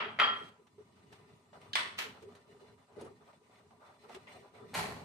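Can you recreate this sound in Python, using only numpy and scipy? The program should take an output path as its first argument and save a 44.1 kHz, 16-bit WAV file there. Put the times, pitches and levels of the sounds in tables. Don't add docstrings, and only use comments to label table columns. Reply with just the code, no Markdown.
import sys
import numpy as np
from scipy import signal
from scipy.fft import rfft, irfft, next_fast_len
from scipy.io import wavfile
from scipy.ndimage import uniform_filter1d, map_coordinates

SR = 44100
rng = np.random.default_rng(int(sys.argv[2]) if len(sys.argv) > 2 else 0)


def generate_wav(signal):
    frames = np.transpose(np.atleast_2d(signal))
    scaled = np.clip(frames, -1, 1) * 32767
    pcm = np.round(scaled).astype(np.int16)
    wavfile.write(sys.argv[1], SR, pcm)


def ratio(d):
    e = np.asarray(d, float) / 20
    return 10 ** e


N = 222395

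# time in seconds, strength in dB.
BOIL_STRENGTH = [(0.5, -61), (0.55, -72.5), (1.32, -62.5), (1.44, -72), (1.66, -63), (2.31, -61.5),
                 (2.43, -71.5), (2.52, -63), (2.6, -67.5), (2.72, -62), (2.87, -76), (3.01, -56.5),
                 (3.33, -72.5), (3.78, -67), (3.84, -73), (4.39, -61), (4.5, -69), (4.72, -55)]


def simmer():
    boil_db = np.interp(np.arange(N) / SR, *np.transpose(BOIL_STRENGTH))
    cluster_bubbling, cluster_steaming = bubble_clusters()
    bubbling = ratio(boil_db - 12) + cluster_bubbling
    steaming = ratio(boil_db - 13) + cluster_steaming
    roll = wobble(21.995)
    liquid = rumble(boil_db, roll) + bubbles(bubbling, roll) + ratio(-5) * bubbling * single_bubbles()
    return liquid + steam(steaming, roll) + pan_hum(boil_db) + pan_wall(bubbling)


# start in seconds, length in seconds, bubbling in dB, steam against bubbling in dB.
CLUSTERS = [(0.341, 0.12, -70.5, 9.5), (0.778, 0.022, -64.5, -10), (0.959, 0.042, -70, -2.5),
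            (1.115, 0.11, -68.5, -0.5), (1.291, 0.19, -76.5, -4), (1.529, 0.029, -53, -10.5),
            (1.602, 0.1, -61, -8), (2.142, 0.051, -66, -8.5), (2.277, 0.17, -66.5, -7),
            (2.465, 0.14, -75, -4), (2.595, 0.088, -63, -5.5), (2.773, 0.051, -64, -12.5),
            (2.875, 0.047, -62.5, -19), (2.953, 0.13, -60, -19), (3.202, 0.097, -67, -14.5),
            (3.268, 0.042, -60, -8.5), (3.405, 0.064, -71, -2.5), (3.505, 0.1, -66, -10),
            (3.702, 0.027, -64, -15), (3.795, 0.17, -60, -11), (3.984, 0.062, -81, 11.5),
            (4.036, 0.047, -63.5, -9.5), (4.083, 0.16, -60.5, -4.5), (4.279, 0.1, -61, -4.5),
            (4.324, 0.16, -82, 13), (4.422, 0.079, -61.5, -25), (4.535, 0.11, -59, -12.5)]


def bubble_clusters():
    shape = dict(rise_s=0.013, sag_db=8, t60=0.25)
    bubbling = swells([(s, length, db) for s, length, db, _ in CLUSTERS], **shape)
    steaming = swells([(s, length, db + over) for s, length, db, over in CLUSTERS], **shape)
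    return bubbling, steaming


# frequency in Hz, level in dB per Hz.
RUMBLE_SPECTRUM = [(24, -40), (40, -26), (96, 0.5), (140, -3), (255, -1.5), (323, -13), (350, -4.5),
                   (460, -36.5), (770, -120)]


def rumble(boil_db, roll):
    gain = ratio(boil_db + 0.5 * roll + 0.83 * wobble(30))
    return gain * rush(coloured(RUMBLE_SPECTRUM), patchy_db=1.5)


# frequency in Hz, level in dB per Hz.
BUBBLE_SPECTRUM = [(260, -43), (450, -10.5), (599, -6), (741, -4), (936, -7), (1010, -3.5), (1050, -16),
                   (1160, -4.5), (1600, -12), (2080, -34.5), (3520, -120)]


def bubbles(bubbling, roll):
    gain = bubbling * ratio(1.8 * roll + 2.4 * wobble(40))
    return gain * rush(coloured(BUBBLE_SPECTRUM), patchy_db=2.2)


def single_bubbles(count=900):
    t = np.arange(1500) / SR
    when, size, side = rng.random((count, 3)).T[:, :, None]
    hz = 758 * np.exp(0.35 * rng.standard_normal((count, 1)))
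    age = t * hz / 3
    envelope = ratio(-2.5 * np.log(1 - size)) * age * np.exp(-4 * age)
    tone = envelope * np.sin(2 * np.pi * hz * t * (1 + 0.064 * age))
    at = ((when * N).astype(int) + np.arange(len(t))).ravel()
    gains = (side + .5, 1.5 - side)
    return unit(np.array([np.bincount(at, (tone * g).ravel(), N)[:N] for g in gains]))


# frequency in Hz, level in dB per Hz.
STEAM_SPECTRUM = [(760, -37), (1300, -16.5), (1600, -33), (1850, 1), (2550, -2), (2850, -4.5), (3300, -8.5),
                  (4020, -6), (4410, -7.5), (7100, -18), (8460, -14), (11500, -24.5), (15400, -25)]
# frequency in Hz, width in Hz, level in dB.
STEAM_JETS = [(1809, 66, -1.5), (2015, 43, -2), (2920, 34, -2), (3514, 99, -4), (4070, 60, -3.5),
              (5700, 37, -8), (6520, 35, -7), (8350, 200, -7)]


def steam(steaming, roll):
    broad = rush(coloured(STEAM_SPECTRUM), patchy_db=1.5)
    whistles = rush(resonances(STEAM_JETS), patchy_db=2.5)
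    return steaming * ratio(1.5 * roll + 1.6 * wobble(55)) * (broad + ratio(-3) * whistles)


# frequency in Hz, width in Hz, level in dB.
PAN_MODE = [(415, 58, 0)]
# start in seconds, length in seconds, hum in dB.
FLOOR_BUBBLES = [(.002, 0.039, -52), (.05, 0.037, -48), (.2, 0.14, -54.5), (.41, 0.017, -45.5),
                 (.585, 0.035, -62), (.78, 0.034, -53), (1.111, 0.016, -66), (1.19, 0.023, -62.5),
                 (1.56, 0.042, -69), (1.82, 0.045, -69), (1.97, 0.12, -77), (2.042, 0.045, -54.5),
                 (2.22, 0.068, -52), (2.35, 0.057, -67.5), (2.478, 0.047, -63), (2.545, 0.03, -60),
                 (2.61, 0.039, -57), (2.716, 0.02, -61.5), (2.9, 0.024, -66.5), (2.968, 0.02, -45.5),
                 (3.01, 0.014, -42.5), (3.045, 0.034, -53), (3.105, 0.013, -51.5), (3.205, 0.014, -62.5),
                 (3.415, 0.0086, -57.5), (3.645, 0.019, -67.5), (4.035, 0.1, -63), (4.145, 0.03, -48.5),
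                 (4.35, .11, -64.5), (4.535, 0.04, -64), (4.6, 0.065, -55.5), (4.75, 0.18, -52.5)]


def pan_hum(boil_db):
    humming = ratio(boil_db - 5) + swells(FLOOR_BUBBLES, rise_s=.005, sag_db=2, t60=.05)
    mode = evened(rush(resonances(PAN_MODE), patchy_db=0.1), share=.35)
    return humming * ratio(0.51 * wobble(26)) * mode


# frequency in Hz, width in Hz, level in dB.
WALL_MODES = [(593, 73, -2), (988, 12, 1), (1202, 36, -3.5)]


def pan_wall(bubbling):
    return ratio(-6) * bubbling * rush(resonances(WALL_MODES), patchy_db=-1.0)


def crockery():
    return bowl_set_down() + bowl_ringing() + lid() + door() + ticks()


# time
# in seconds, peak in dB, contact length in seconds, room echo in dB, brightness in dB per octave.
BOWL_LANDINGS = [
    (0.0028, -27.5, 0.011, 7.5, -1.5),
                 (0.188, -21.5, 0.0032, 5, -0.3),
    (0.198, -9.5, 0.0057, -4, -0.25),
    (0.213, -16, 0.0055, -14, -0.26),
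    (0.238, -27, 0.0024, 6, -0.59),
]
# frequency in Hz, level in dB per Hz.
BOWL_SPECTRUM = [(70, -61.5), (120, -63), (224, -13.5), (310, -31), (650, -15), (1100, -9.5), (1350, -1.5),
                 (1500, -8), (2200, -8), (3100, -10), (3500, -15.5), (5000, -29), (7000, -48),
                 (15000, -73.5)]


def bowl_set_down():
    return struck(BOWL_LANDINGS, BOWL_SPECTRUM, lag=1.1)


# frequency in Hz, level in dB, decay time t60 in seconds.
RING_MODES = [(834, -9, .4), (1024, -6, .5), (1135, -7, .45), (1194, 0, .45), (1270, -7, .55),
              (1337, -5, .2), (1351, 0, .6), (1578, -7, .3), (1722, -10, .45), (1822, -7, .35),
              (1882, -5, .5), (1943, -8, .4), (2552, -10, .4), (3075, -9, .36), (3189, -3, .5),
              (3221, -3, .6), (3242, 2, .38), (4686, -16, .36), (5660, -31, .3), (7230, -28, .3),
              (7400, -31, .2), (10170, -33, .2), (11060, -36, .3), (12500, -41, .25), (13660, -43, .3)]
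# time in seconds, ring in dB.
RING_BLOWS = [
    (-.035, -38),
    (.188, -42),
    (.199, -21.5),
]


def bowl_ringing():
    out, t = np.zeros((2, N + 2 * SR)), np.arange(TAIL) / SR
    hz, level, t60 = np.transpose(RING_MODES)[:, :, None, None]
    for s, db in RING_BLOWS:
        phase, speed, beat_start = rng.random((3, len(RING_MODES), 2, 1))
        phase = phase[:, :1] + [[0], [1 / 4]]
        beat_phase = 2 * np.pi * (12 * (.5 + speed) * t + beat_start)
        beats = 1 + sum(.55 * np.cos(k * beat_phase) for k in (1, 2.3))
        modes = ratio(level - 60 * t / t60) * beats * np.sin(2 * np.pi * (hz * t + phase))
        ring = np.sum(modes, 0)
        ring = ring * np.exp(-(t / .295) ** 4)
        ring = ring * (1 - .7 * np.exp(-t / .03))
        out[:, round(s * SR) + SR // 2:][:, :TAIL] += ratio(db) * ring
    return out[:, SR // 2:][:, :N]


# time in seconds, peak in dB, contact length in seconds,
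# room echo in dB, brightness in dB per octave.
LID_CONTACTS = [
    (1.754, -12.5, 0.0025, -4, 0),
]
CATCH_CONTACTS = [
    (1.732, -24, 0.005, -3, 0.35),
]
RIM_CONTACTS = [
    (1.973, -50.5, 0.0029, 8, 0.3),
    (1.981, -32, 0.00067, 2.5, 0.44),
    (1.987, -21, 0.0056, -1.5, 0.25),
    (2.019, -24.5, 0.0027, -5.5, 0.23),
]
# frequency in Hz, level in dB per Hz.
LID_SPECTRUM = [(71, -57), (120, -44), (331, -15.5), (423, -13.5), (717, -6), (1010, 3.5), (1650, 1),
                (1860, 7), (2500, 2.5), (3500, 1.5), (5000, -8.5), (7120, -19.5), (8550, -10.5),
                (10500, -25.5), (13000, -30.5), (15400, -39)]
CATCH_SPECTRUM = [(240, -15), (400, -19), (956, -37), (1560, -4), (2540, -11), (3050, 8), (9310, -27),
                  (15400, -44)]
RIM_SPECTRUM = [(71, -58), (120, -31), (794, -14), (1010, -8.5), (1270, -9.5), (1830, -6.5), (2060, -7.5),
                (2480, -6), (2800, -6.5), (8380, -26), (15400, -31)]


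def lid():
    catch = struck(CATCH_CONTACTS, CATCH_SPECTRUM, lag=20, slow=0.81)
    clack = ratio(2.5) * struck(LID_CONTACTS, LID_SPECTRUM, lag=18.85)
    rim = struck(RIM_CONTACTS, RIM_SPECTRUM, lag=6.2, slow=0.71)
    return catch + clack + rim


# time in seconds, peak in dB, contact length in seconds,
# room echo in dB, brightness in dB per octave.
DOOR_CONTACTS = [
    (4.733, -38, 0.0085, 2, -3.5),
    (4.739, -28.5, 0.0064, 2.9, 1.6),
    (4.747, -24, 0.0058, 5.7, -0.03),
    (4.754, -32.5, 0.014, 5.4, 0),
    (4.774, -36.5, 0.0081, 0.44, 8),
]
# frequency in Hz, level in dB per Hz.
DOOR_SPECTRUM = [(29, -41), (50, -12), (100, -8), (140, -15.5), (172, -3), (200, -10.5), (228, -10),
                 (274, -19.5), (423, -13.5), (524, -14), (577, -8.5), (847, -3.5), (1270, -10), (2210, -9),
                 (3600, -18), (4250, -12.5), (5200, -22.5), (8670, -24), (12300, -29), (15400, -45.5)]


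def door():
    return struck(DOOR_CONTACTS, DOOR_SPECTRUM, slow=1.38, build_s=0.013, rise_s=0.0058)


# time in seconds, peak in dB, contact length in seconds,
# room echo in dB, brightness in dB per octave.
TICK_CONTACTS = [
    (1.614, -46.5, 0.0029, -2, 8.5),
    (2.782, -66, 0.0035, 4, -4),
    (3.556, -54.5, 0.0034, -3, 3),
    (4.27, -48, 0.0086, 11, 0.5),
    (4.547, -54, 0.004, 5.5, 7),
]
# frequency in Hz, level in dB per Hz.
TICK_SPECTRUM = [(290, -41), (500, -1.5), (913, 0.5), (1620, -17), (2100, 8.5), (2500, -3), (3270, -7),
                 (6430, -29), (8560, -29), (15400, -59)]


def ticks():
    return ratio(-3) * struck(TICK_CONTACTS, TICK_SPECTRUM, slow=0.5, rise_s=0.0007)


# time in seconds, peak in dB,
# contact length in seconds, room echo in dB, brightness in dB per octave.
GULP_EVENTS = [(1.529, -49, .004, 1.5, 0.0057), (3.331, -51.5, 0.0035, -1, 0.0026),
               (3.496, -55, .004, -3, 0.0032), (3.707, -52, 0.0042, -0.5, 0.0033),
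               (4.094, -43, .008, -4, 0)]
PLOP_EVENTS = [(2.965, -45.5, 0.0086, 4.5, -1.5), (3.011, -40, 0.011, -13, 0.5),
               (3.03, -39.5, 0.0036, -2, -4), (3.046, -52, 0.004, 5.5, 2.5), (3.079, -67, 0.0073, -14, 9),
               (3.105, -47.5, 0.0049, -25, -5.5), (3.495, -56, 0.0055, -14, 2),
               (3.706, -65.5, 0.0086, -5.5, 1), (4.093, -47, 0.01, -9, -0.5)]
SPIT_EVENTS = [(0.6157, -80, 0.0018, -15, 0.24), (0.6688, -60, 0.0016, 3.5, 0.46),
               (1.125, -51, 0.0053, 3.5, 0.59), (2.195, -75, 0.0018, -17, 0.67),
               (2.2245, -55, 0.00075, 3, 1.8), (2.351, -51.5, 0.0016, -0.5, 1.2),
               (3.017, -53, 0.0013, -2, 2.2), (3.0494, -60, 0.0018, 1, 0.55),
               (4.1244, -56, 0.0016, -29, 0.5), (4.145, -54, 0.0016, 14.5, 0.18),
               (4.5126, -73, 0.0024, -37, 0.5)]
# frequency in Hz, level in dB per Hz.
GULP_SPECTRUM = [(250, -62), (480, -11.5), (720, 3), (1000, -7.5), (1400, -17), (2500, -21.5), (6000, -30),
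                 (15400, -58)]
PLOP_SPECTRUM = [(47, -84), (80, -40), (218, -13), (320, -14), (428, -5.5), (889, -23.5), (1140, -52.5),
                 (2240, -39.5), (8000, -44.5), (10400, -40.5), (17600, -120)]
SPIT_SPECTRUM = [(530, -11), (900, -2.5), (1950, -10.5), (2220, -10), (3450, -10.5), (3790, -15),
                 (9930, -26), (15400, -41)]


def drops():
    gulps = struck(GULP_EVENTS, GULP_SPECTRUM, slow=0.25)
    plops = struck(PLOP_EVENTS, PLOP_SPECTRUM, slow=0.33)
    spits = struck(SPIT_EVENTS, SPIT_SPECTRUM, slow=0.25)
    return gulps + plops + spits


def struck(hits, spectrum, lag=0, slow=1, build_s=0.0014, rise_s=0.00017):
    out, t = np.zeros((2, N + 2 * SR)), np.arange(TAIL) / SR
    for s, db, length, room_db, tilt_db in hits:
        body = causal(spectrum, tilt_db)
        blow = rng.standard_normal(TAIL) * np.exp(-t / max(length, 1e-4)) * (1 - np.exp(-t / rise_s))
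        direct = signal.fftconvolve(blow, body)[:TAIL]
        direct = direct / np.abs(direct).max()
        spread = body / np.linalg.norm(body) + .25 * direct[:len(body)] / np.linalg.norm(direct)
        echo = signal.fftconvolve(spread[None], kitchen(build_s, slow), axes=1)[:, :TAIL]
        delays = np.array([[lag], [0]])
        heard = filtered(direct, lambda hz: np.exp(-2j * np.pi * hz / SR * delays))
        heard = heard + ratio(room_db + 21.0) * echo
        start = round(s * SR) + SR // 2
        out[:, start:start + TAIL] += ratio(db) * heard
    return out[:, SR // 2:][:, :N]


# frequency in Hz, decay time t60 in seconds.
REVERB_TIME = [(100, 0.91), (500, 0.65), (2000, 0.44), (6000, 0.42), (14000, 0.38)]
TAIL = 32768


def kitchen(build_s, slow=1):
    hz, t, z = signal.stft(rng.standard_normal((2, TAIL)), SR, nperseg=256)
    decay = ratio(-60 * t / (slow * along(REVERB_TIME, hz)[:, None]))
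    tail = signal.istft(z * decay, SR, nperseg=256)[1][:, :TAIL]
    bunches = unit(uniform_filter1d(rng.standard_normal(TAIL), size=90))
    tail = tail * ratio(1.3 * bunches)
    tail = two_ports(tail * (1 - np.exp(-np.arange(TAIL) / SR / build_s)))
    return tail / np.linalg.norm(tail[0])


# frequency in Hz, left-right correlation from -1 to 1.
LIKENESS = [(40, .95), (180, .91), (350, .82), (700, .5), (1410, -.12), (3090, .06), (15000, .06)]


def two_ports(pair):
    turn = lambda hz: np.arccos(np.clip(along(LIKENESS, hz), -1, 1)) / 2
    mid, side = filtered(pair, lambda hz: np.array([np.cos(turn(hz)), np.sin(turn(hz))]))
    return np.array([mid + side, mid - side])


# frequency in Hz, level in dB per Hz.
HISS_SPECTRUM = [(590, -32.5), (1000, 3), (1080, -10), (1210, 0.5), (1440, -32), (2060, -19), (7000, -20.5),
                 (8500, -19.5), (15400, -40.5)]


def microphone_hiss():
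    return ratio(-74.5) * rush(coloured(HISS_SPECTRUM), patchy_db=3.5)


def gated(x, floor_db):
    hz, _, z = signal.stft(x, SR, nperseg=512)
    power = np.mean(np.abs(z) ** 2, 0)
    power = uniform_filter1d(uniform_filter1d(power, size=25, axis=0), size=5, axis=1)
    edge = ratio(2 * (floor_db + along(HISS_SPECTRUM, hz)))[:, None]
    gain = power ** 2 / (power ** 2 + edge ** 2)
    return signal.istft(z * gain, SR, nperseg=512)[1][:, :N]


def rush(response, patchy_db):
    z = signal.stft(rng.standard_normal((2, N)), nperseg=512)[2]
    field = rng.standard_normal(z.shape[1:])
    field = uniform_filter1d(uniform_filter1d(field, size=4, axis=0), size=7, axis=1)
    pair = signal.istft(z * ratio(patchy_db * unit(field)), nperseg=512)[1][:, :N]
    return unit(two_ports(filtered(pair, response)))


def coloured(spectrum):
    return lambda hz: ratio(along(spectrum, hz))


def resonances(peaks):
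    def response(f):
        total = 0
        for k, (centre, width, db) in enumerate(peaks):
            damping = 1j * f * width
            total = total + (-1) ** k * ratio(db) * damping / (centre * centre - f * f + damping)
        return total ** 2
    return response


def causal(spectrum, tilt_db):
    hz = np.fft.rfftfreq(4096, 1 / SR)
    level_db = along(spectrum, hz) + tilt_db * np.log2(hz / 2000 + .1)
    cepstrum = irfft(np.log(ratio(level_db) + 1e-6))
    cepstrum[1:2048] *= 2
    cepstrum[2049:] = 0
    return irfft(np.exp(rfft(cepstrum)))[:2048]


def swells(rows, rise_s, sag_db, t60):
    start, length, db = np.transpose(rows)[:, :, None]
    t = np.maximum(np.arange(0, N + 64, 64) / SR - start, 0)
    level_db = db - sag_db * np.minimum(t / length, 1) - 60 * np.maximum(t - length, 0) / t60
    shape = (1 - np.exp(-t / rise_s)) * ratio(level_db)
    return np.interp(np.arange(N) / 64, np.arange(t.shape[1]), shape.sum(0))


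def evened(x, share):
    power = np.abs(uniform_filter1d(np.mean(x ** 2, 0), size=441))
    return x / (power + .05) ** (share / 2)


def wobble(rate):
    knots = rng.standard_normal(int(N * 60 / SR) + 4)
    return map_coordinates(knots, [np.arange(N) * rate / SR])


def filtered(x, response):
    m = next_fast_len(x.shape[-1] + 8192)
    return irfft(rfft(x, m) * response(np.fft.rfftfreq(m, 1 / SR)), m)[..., :x.shape[-1]]


def along(points, hz):
    f, v = np.transpose(points)
    return np.interp(np.log(hz + 1), np.log(f + 1), v)


def unit(x):
    return x / np.sqrt(np.mean(x ** 2) + 1e-20)


def scene():
    return simmer() + gated(ratio(-4) * crockery() + ratio(-3) * drops(), floor_db=-84)


def band_limit(x):
    return signal.sosfilt(signal.butter(12, 15570, fs=SR, output="sos"), x)


def record(dry):
    def microphone(f):
        x = f / 70
        return (1j * x) ** 2 / (1 + 1.4j * x - x ** 2) * (f < 15550)
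    heard = filtered(dry + microphone_hiss(), microphone)
    heard = heard * np.minimum(1, np.arange(N) / 100)
    return band_limit(heard)


dry = scene()
out = record(dry)
generate_wav(out)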